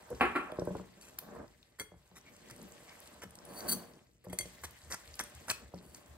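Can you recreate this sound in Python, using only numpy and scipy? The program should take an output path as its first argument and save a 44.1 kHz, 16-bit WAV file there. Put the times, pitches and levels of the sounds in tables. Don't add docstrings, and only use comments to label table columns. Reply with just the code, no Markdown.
import sys
import numpy as np
from scipy import signal
from scipy.fft import rfft, irfft
from scipy.io import wavfile
from scipy.ndimage import uniform_filter1d

SR = 44100
rng = np.random.default_rng(int(sys.argv[2]) if len(sys.argv) > 2 else 0)


def store_wav(level_fs):
    pcm = np.round(np.clip(np.atleast_2d(level_fs), -1, 1) * 32767)
    wavfile.write(sys.argv[1], SR, pcm.T.astype(np.int16))


N = 272475

# time in seconds, level of the drag's dull part
# in dB, its sharp part against the dull in dB, rustle level in dB.
STIR = [(0.0, -70, 9.5, -65.5), (.15, -65, 4, -61), (.5, -66, 15, -67.5), (.69, -52, -11, -62),
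        (.93, -66, -5, -67), (1.15, -66, 0.5, -66), (1.39, -50.5, -2, -67), (1.56, -72, -7.5, -72),
        (1.85, -81.5, 2.5, -76.5), (2.45, -61.5, -6.5, -63), (3.06, -66, 5, -60.5),
        (3.3, -67.5, 0.5, -68.5), (3.68, -47, -0.5, -57), (3.99, -68, -3.5, -70), (4.2, -75.5, -19, -81),
        (4.3, -60.5, -2.5, -67), (4.48, -65, -2, -58), (4.68, -69.5, 1, -62), (5.08, -67.5, 1.5, -60),
        (5.45, -63, -0.5, -60.5), (5.7, -65, -6, -69), (6.18, -64, -0.5, -65)]
# frequency in Hz, level in dB, time to fall 60 dB in seconds.
BOARD = [(183.5, 4, 0.13), (359, 3, 0.034), (467, 1, 0.067), (578.4, 1.5, 0.076), (1015, -10, 0.022),
         (1510, -11, 0.062)]


def amp(db):
    return 10 ** (np.asarray(db) / 20)


def evened(x):
    return x / np.sqrt(np.mean(x ** 2) + 1e-30)


def read(points, hz):
    f, value = np.transpose(points)
    return np.interp(np.log(hz + 1), np.log(f + 1), value)


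def along(curve):
    s, *columns = np.transpose(curve)
    return [np.interp(np.arange(N) / SR, s, column) for column in columns]


def add(mix, s, sound):
    part = mix[round(s * SR):][:len(sound)]
    part += sound[:len(part)]


def band_pass(x, edge, kind):
    order = 2 if kind == "band" else 4
    return signal.sosfilt(signal.butter(order, edge, kind, fs=SR, output="sos"), x)


def coloured(x, points):
    gain_db = np.maximum(read(points, np.fft.rfftfreq(4096, 1 / SR)), -90)
    half = np.log(amp(gain_db))
    log_gain = np.concatenate([half, half[-2:0:-1]])
    minimum_phase = np.exp(np.conj(signal.hilbert(log_gain)))
    taps = np.fft.ifft(minimum_phase).real[:2048]
    return signal.oaconvolve(x, taps / np.linalg.norm(taps))[:len(x)]


def ring(modes, seconds, spread_db, damping=1, split=0.0029):
    hz, db, t60 = np.transpose(modes)[:, :, None]
    t = np.arange(round(seconds * SR)) / SR
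    strength, detune = rng.standard_normal((2, len(modes), 1))
    pair = np.sin(2 * np.pi * hz * t) + 0.6 * np.sin(2 * np.pi * hz * (1 + split * detune) * t)
    fall_db = 60 * t * damping / np.clip(t60, .01, .25)
    sound = amp(db + spread_db * strength - fall_db) * pair
    return sound.sum(0) / np.linalg.norm(amp(db))


def grains(per_s, spread_db, size=N):
    height, sign, chance = rng.random((size, 3)).T
    sizes = amp(spread_db * np.minimum(-np.log(height + 1e-9), 4)) * np.sign(sign - .5)
    return evened(sizes * (chance < per_s / SR))


def lumps(size):
    once = uniform_filter1d(rng.standard_normal(N), size)
    return evened(uniform_filter1d(once, size))


def crumbs():
    # frequency in Hz, relative level in dB per Hz.
    rustle_shape = [(1180, -12.5), (2000, -1.5), (2310, -5.5), (3020, -6), (5860, -10), (8260, -6.5),
                    (9310, -16), (12700, -16), (15600, -20.5)]
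    out, edges, shared = np.zeros(N), np.geomspace(1000, 18000, 8), lumps(size=500)
    for band in zip(edges, edges[1:]):
        swell = amp(0.61 * shared + 2.7 * lumps(size=900))
        hiss = swell * (rng.standard_normal(N) + .5 * grains(63, 4.5))
        out += np.sqrt(band[1] - band[0]) * evened(band_pass(hiss, band, "band"))
    return evened(coloured(out, rustle_shape))


def stirring():
    # frequency in Hz, relative level in dB per Hz.
    drag_shape = [(65, -42.5), (110, 1.5), (189, 10.5), (408, -3.5), (546, -9.5), (606, -10.5),
                  (1820, -20.5), (2000, -30), (2600, -30), (3380, -51), (5720, -120)]
    drag_db, bright_db, rustle_db = along(STIR)
    strands, board = [], ring(BOARD, 0.18, 1.3)
    for _ in range(2):
        slips = grains(900, 1.0)
        hum = evened(signal.oaconvolve(slips, board)[:N])
        judder = coloured(slips, drag_shape) + 0.53 * hum
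        dull = evened(band_pass(judder, 750, "low") * amp(2.8 * lumps(size=1200)))
        sharp = evened(band_pass(judder, 750, "high") * amp(1.0 * lumps(size=800)))
        drag = dull + amp(bright_db) * sharp
        strands.append(amp(drag_db) * drag + amp(rustle_db) * crumbs())
    return np.array(strands)


def thudding():
    # peak time in seconds, level in dB.
    counter_shocks = np.array([(0.149, -49), (.24, -50), (.62, -65), (.72, -61), (1.4, -56.5), (1.83, -64),
                               (1.958, -61), (2.13, -67), (3.27, -56), (3.668, -57), (4.291, -49.5),
                               (4.42, -52.5), (4.65, -50), (4.861, -50.5), (5.099, -56), (5.36, -51.5),
                               (5.64, -59), (5.76, -58.5), (5.87, -60), (6.12, -54.5)])
    # frequency in Hz, relative level in dB per Hz.
    thud_shape = [(15, -50), (25, -15.5), (41, -10.5), (59, -3), (72, -6.5), (113, -10.5), (130, -9.5),
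                  (170, -21), (290, -120)]
    rise_db_per_s, fall_db_per_s = 491.5, 202
    late = np.arange(N) / SR - counter_shocks[:, :1]
    swell_db = np.minimum(rise_db_per_s * late, -fall_db_per_s * late)
    shocks = amp(counter_shocks[:, 1:] + swell_db)
    rumble_db = -70 + 0.16 * (along(STIR)[0] + 65)
    tune, turn = rng.random((len(counter_shocks), 2)).T[:, :, None]
    pitch_hz = 63.3 * (0.94 + .3 * tune)
    rocking = shocks * np.sin(2 * np.pi * (pitch_hz * late + turn))
    noise = coloured(rng.standard_normal(N), thud_shape)
    return 1.04 * rocking.sum(0) + (.6 * shocks.max(0) + amp(rumble_db)) * noise


def slumps():
    # start in seconds, length in seconds, level in dB, pitch in Hz.
    batter_slumps = [(0.095, 0.047, -40.5, 503), (0.101, 0.063, -48.5, 162), (2.249, 0.056, -60.5, 2260),
                     (2.501, 0.043, -58.5, 139), (2.508, 0.035, -64, 2180), (2.862, 0.082, -60.5, 2260),
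                     (2.572, 0.11, -52.5, 218), (2.576, 0.072, -56, 420), (3.24, 0.042, -56, 202),
                     (3.673, 0.12, -44.5, 202), (4.238, 0.041, -58, 517), (4.265, 0.02, -62, 172),
                     (4.291, 0.032, -48, 220), (4.455, 0.023, -59, 158), (5.739, 0.071, -54.5, 196)]
    out = np.zeros(N)
    for s, length, level_db, hz in batter_slumps:
        size = round(max(length, .01) * SR)
        peak = [(hz * .3, -35), (hz * 0.81, -10), (hz, 0), (hz * 1.11, -10), (hz * 3, -28), (hz * 8, -70)]
        wobble = coloured(rng.standard_normal(8000), peak)[-size:]
        add(out, s, amp(level_db) * evened(wobble) * signal.windows.tukey(size, .7))
    return out


def ticks():
    # start in seconds, blow in dB, pitch in Hz.
    wire_ticks = [(0.148, -41.5, 4750), (0.5177, -40, 3320), (0.595, -37, 5630), (1.0112, -41.5, 7350),
                  (1.1875, -23.5, 12600), (1.1881, -30, 3720), (1.628, -46.5, 3480), (2.364, -43, 7890),
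                  (2.5095, -35.5, 7900), (2.6152, -41, 6200), (2.8928, -40, 4800), (3.235, -42, 12100),
                  (3.3069, -43.5, 9000), (3.3536, -38, 8200), (3.387, -41, 5400), (3.452, -40.5, 10100),
                  (3.6054, -33, 4590), (4.3871, -16.5, 8220), (4.708, -42.5, 10200), (4.847, -49, 8120),
                  (4.9224, -25, 5540), (5.0752, -40.5, 4400), (5.1403, -37, 4800), (5.154, -40, 10900),
                  (5.1922, -18.5, 5430), (5.237, -32, 8700), (5.3495, -40.5, 8450), (5.4995, -14, 4240),
                  (5.6, -48, 3210), (5.743, -47, 5270), (5.946, -33.5, 6550)]
    out, t = np.zeros(N), np.arange(400) / SR
    when, size, pitch = rng.random((30, 3)).T
    rustle_db = along(STIR)[2][(when * N).astype(int)]
    small_db = rustle_db + 17 + 4 * (2 * size - 1)
    small_ticks = zip(when * N / SR, small_db, 4200 * 2.7 ** pitch)
    for s, blow_db, hz in [*wire_ticks, *small_ticks]:
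        crack = rng.standard_normal(len(t)) * np.minimum(t / 0.0016, 1) * amp(-60 * t / 0.011)
        peak = [(hz * 0.041, -35), (hz * 0.94, -10), (hz, 0), (hz * 1.16, -9), (hz * 1.5, -16),
                (hz * 1.9, -30)]
        add(out, s, amp(blow_db) * coloured(crack, peak))
    return out


def clanks():
    # start in seconds, blow in dB.
    landings = [(.2, -45.5), (0.209, -21.5), (0.226, -25.5), (.252, -33.5), (0.353, -33.5), (0.359, -27.5)]
    # frequency in Hz, level in dB, free 60 dB decay in seconds, which
    pan_modes = [(390, -10, 0.25), (546, -19, 1.3), (832, -13.5, 0.32), (1151, -3.5, 5.0),
                 (1357.5, -2.5, 0.21), (1734, -28.5, 0.63), (1845, -27, 0.08), (2378, -13.5, 0.63),
                 (2690, -33, 0.29), (4576, -46.5, 0.41), (7280, -29, 0.36), (8800, -23.5, 0.22),
                 (11080, -25.5, 0.151), (14150, -32, 0.1), (13900, -40.5, 0.14)]
    # frequency in Hz, relative level in dB per Hz.
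    clatter_shape = [(88, -44.5), (150, -12.5), (375, -7), (598, -15), (773, -3), (1000, -13.5),
                     (1380, -10), (1470, -8.5), (2500, -11.5), (4180, -31.5), (7000, -52.5), (9100, -83),
                     (15400, -120)]
    rattle_s, buzz_s, buzz_db, sheet_db = 0.0089, 0.082, -21.5, -2.5
    out, t = np.zeros(N), np.arange(16000) / SR
    for s, blow_db in landings:
        contacts = np.exp(-t / rattle_s) + amp(buzz_db) * np.exp(-t / buzz_s)
        rattle = rng.standard_normal(len(t)) * contacts
        sheet = ring(pan_modes, .3, 0.37, damping=4.0, split=0.02)
        add(out, s, amp(blow_db) * coloured(rattle, clatter_shape))
        ringing = signal.oaconvolve(rattle, sheet / np.linalg.norm(sheet))
        add(out, s, amp(blow_db + sheet_db) * ringing)
    return out


def knocks():
    # start in seconds, blow in dB, change of the lowest mode in dB.
    board_knocks = [(0.52, -41, -15), (0.585, -31, -10.5), (0.618, -32.5, -6), (0.672, -30.5, -5.5),
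                    (0.705, -38.5, 2), (0.751, -31.5, -13), (0.796, -42, -2), (1.803, -44, -14),
                    (1.917, -53.5, 0), (1.94, -54.5, -1), (2.114, -58, 12), (3.233, -46.5, -30),
                    (4.267, -43.5, 5), (4.328, -42, -6), (4.397, -47, -10), (4.453, -48.5, -6),
                    (5.737, -42.5, -0.5)]
    out, t = np.zeros(N), np.arange(400) / SR
    for s, blow_db, low_db in board_knocks:
        top_hz = 1300 * rng.uniform(0.736, 1.287)
        snap_hz = 150 + top_hz * np.exp(-t / 0.00341)
        swell = np.sin(np.pi * np.clip(t / 0.0064, 0, 1))
        snap = np.sin(2 * np.pi * np.cumsum(snap_hz) / SR) * swell
        tune = rng.uniform(0.92, 1.08)
        modes = [(hz * tune, db + low_db * (hz < 300), t60) for hz, db, t60 in BOARD]
        body = ring(modes, 0.083, 2.16)
        softened = uniform_filter1d(np.pad(body, (20, 0)), size=20)
        add(out, s, amp(blow_db) * snap)
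        add(out, s + 0.0032, amp(blow_db) * softened)
    return out


def wall(low_db, middle_db, damping):
    # frequency in Hz, level in dB, free 60 dB decay in seconds, which
    glass_modes = [(2110, -4, 0.32), (2140, -7, 0.14), (3305, 2.5, 0.39), (4454, -21, 0.082),
                   (4530, 1, 0.13), (6120, -8, 0.18), (7950, -6.5, .13), (7640, -16, .06), (8700, -10, 0.3),
                   (9565, -6, 0.15), (10480, -9, 0.15), (11560, -11.5, .1), (12500, -28, 0.079),
                   (13700, -24.5, .1), (13400, -21, 0.14), (14540, -9.5, 0.046), (14930, -15, 0.036)]
    modes = []
    for hz, db, t60 in glass_modes:
        touch_db = low_db * (hz < 4000) + middle_db * (4000 < hz < 5000)
        modes.append((hz, db + touch_db, t60))
    return ring(modes, .3, 1.5, np.clip(damping, 1, 8), split=0.0072)


def rasp(pressure, bare, body_db):
    # frequency in Hz, relative level in dB per Hz.
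    grit_shape = [(1180, -11.5), (2000, -8.5), (3380, -3.5), (3680, -54.5), (5510, 2.5), (6660, -4.5),
                  (7200, 0), (14000, -17), (15600, -28)]
    low_coated_db, low_bare_db = 0, -20.5
    top_coated_db, top_bare_db = -1, 11.5
    bare = np.clip(bare, 0, 1)
    chatter = amp(2.5 * lumps(size=120)[:len(pressure)])
    clicks = grains(7000, 2.2, size=len(pressure))
    stutter = np.pad(pressure * chatter * clicks, (0, 1000))
    low_db = low_coated_db + (low_bare_db - low_coated_db) * bare
    glass = wall(low_db, 0, 3.7 + 0.99 * (1 - bare))
    wire_hz = np.geomspace(2200, 14000, 9) * rng.uniform(0.77, 1.164, 9)
    wires = ring([(hz, 0, .016) for hz in wire_hz], 0.026, 3.2)
    ringing = signal.oaconvolve(stutter, wires / np.linalg.norm(wires))[:len(stutter)]
    muffled = coloured(stutter, grit_shape) + 0.8 * ringing
    sound = signal.oaconvolve(stutter * np.sqrt(bare), glass / np.linalg.norm(glass))
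    add(sound, 0, muffled * np.sqrt(1 - bare))
    top_db = top_coated_db + (top_bare_db - top_coated_db) * bare
    sound = coloured(sound, [(5000, 0.022), (12000, top_db)])
    body_shape = [(250, -16.5), (700, -9.5), (2000, -3.0), (3000, -12.0), (5000, -53.5)]
    add(sound, 0, coloured(stutter * amp(body_db), body_shape))
    return sound


def rasps():
    # start in seconds, length in seconds (5 ms at least is played),
    # pressure in dB, bare glass from 0 to 1, level of the low body part in dB.
    wall_rasps = [(0.998, 0.12, -63.5, 0.05, -19), (1.185, 0.0038, -46, 0, -42),
                  (1.784, 0.046, -50.5, 0.4, -2.5), (2.149, 0.047, -59, 0, -4.5),
                  (2.496, 0.022, -58, 0.07, -0.5), (3.213, 0.034, -55.5, 0.08, 2.5),
                  (4.238, 0.016, -60.5, 0.87, -5), (4.323, 0.014, -49, 0.9, -3.5),
                  (4.632, 0.029, -45, 0.1, -0.5), (4.897, 0.06, -46.5, 0, -1.5),
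                  (5.185, 0.036, -44, 0.1, 0), (5.474, 0.037, -48, 0, 2), (5.491, 0.031, -35.5, 0.01, -7.5),
                  (5.778, 0.28, -69, 0.8, -20), (5.93, 0.054, -61.5, 0.45, -5)]
    # time in seconds, pressure in dB.
    scrape = [(3.48, -64), (3.52, -56.5), (3.6, -42), (3.635, -59), (3.675, -46), (3.687, -24.5),
              (3.706, -32), (3.73, -23), (3.747, -55.5), (3.85, -66), (4.0, -80)]
    out, (s, press_db) = np.zeros(N), np.transpose(scrape)
    scrape_db = np.interp(np.arange(s[0], s[-1], 1 / SR), s, press_db)
    add(out, s[0], rasp(amp(scrape_db), bare=1, body_db=-31))
    for start, length, level_db, bare, body_db in wall_rasps:
        size = round(max(length, .005) * SR)
        add(out, start, rasp(amp(level_db) * signal.windows.tukey(size, .6), bare, body_db))
    return out


def clinks():
    # start in seconds, blow in dB, change of the low modes in dB, change of the middle modes
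    # in dB, damping factor.
    glass_blows = [(1.02, -57, -16, -2, 2), (1.7979, -35, -4, -15, 1.76), (3.4503, -56.5, -19, -21, 1.6),
                   (4.2986, -55, -6, -11.5, 2.9), (4.3294, -45, -17, -25, 1.7),
                   (4.3884, -35, -7.5, -4, 1.4), (4.4094, -37, -4.5, -6, 3), (5.9447, -69, -11, 0, 1.3)]
    out, t = np.zeros(N), np.arange(500) / SR
    for s, blow_db, low_db, middle_db, damping in glass_blows:
        chatter = (t == 0) + 0.06 * grains(3700, 1.0, size=len(t)) * np.exp(-t / 0.0021)
        add(out, s, amp(blow_db) * signal.oaconvolve(wall(low_db, middle_db, damping), chatter))
    return out


def kitchen(x):
    # frequency in Hz, time to fall 60 dB in seconds.
    room_decay = [(100, 0.54), (500, 0.25), (1500, 0.43), (4000, 0.31), (12000, 0.25)]
    taps = np.zeros((2, SR))
    at = np.arange(200, SR - 20, 20) + rng.integers(0, 20, (2, (SR - 201) // 20))
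    np.put_along_axis(taps, at, rng.choice([-1., 1.], at.shape), 1)
    hz, t, bands = signal.stft(taps, SR, nperseg=256)
    fall = amp(-60 * t / read(room_decay, hz)[:, None])
    tail = signal.istft(bands * fall, SR, nperseg=256)[1]
    return signal.fftconvolve(x[None], tail / np.linalg.norm(tail[0]), axes=1)[:, :N]


def ports(direct, diffuse):
    # frequency in Hz, phase by which left leads in radians, left over right
    # in dB, unlike share of diffuse sound from 0 to 1.
    microphone_pair = [(60, -.3, 1.5, .2), (170, -.3, 2, .15), (350, -.45, 2, .25), (700, -.7, -2.5, .5),
                       (1400, -.3, -1, .6), (2400, -1.4, 2, .7), (3500, -2.8, 3, .7), (4650, -.3, 5, .6),
                       (5700, -2.7, 4, .6), (6900, -1.8, 0, .4), (8300, -1.3, -1, .15), (9700, -.9, 0, .15),
                       (11000, -.3, 0, .08), (13000, 0, 0, .02)]
    hz, (f, *columns) = np.fft.rfftfreq(N, 1 / SR), np.transpose(microphone_pair)
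    lead, pan_db, unlike = (read(np.transpose([f, column]), hz) for column in columns)
    side_power = np.clip(unlike, 0, 1) / 2
    common, opposed = rfft(diffuse)
    mid = rfft(direct) + np.sqrt(1 - side_power) * common
    side = np.sqrt(side_power) * opposed
    left = amp(pan_db / 2) * np.exp(.5j * lead)
    return irfft([(mid + side) * left, (mid - side) / left], N)


def scene():
    bowl = ticks() + clinks() + rasps()
    board = knocks() + slumps()
    pan = clanks()
    echo = kitchen(amp(-11.5) * bowl + amp(-8.0) * board + amp(-5.0) * pan)
    return ports(bowl + board + pan + thudding(), echo + stirring())


def record(dry):
    thin = band_pass(dry, 46, "high")
    low_pass = signal.firwin(511, 15800, window=("kaiser", 9), fs=SR)
    return signal.oaconvolve(thin, low_pass[None], "same")


dry = scene()
out = record(dry)
store_wav(out)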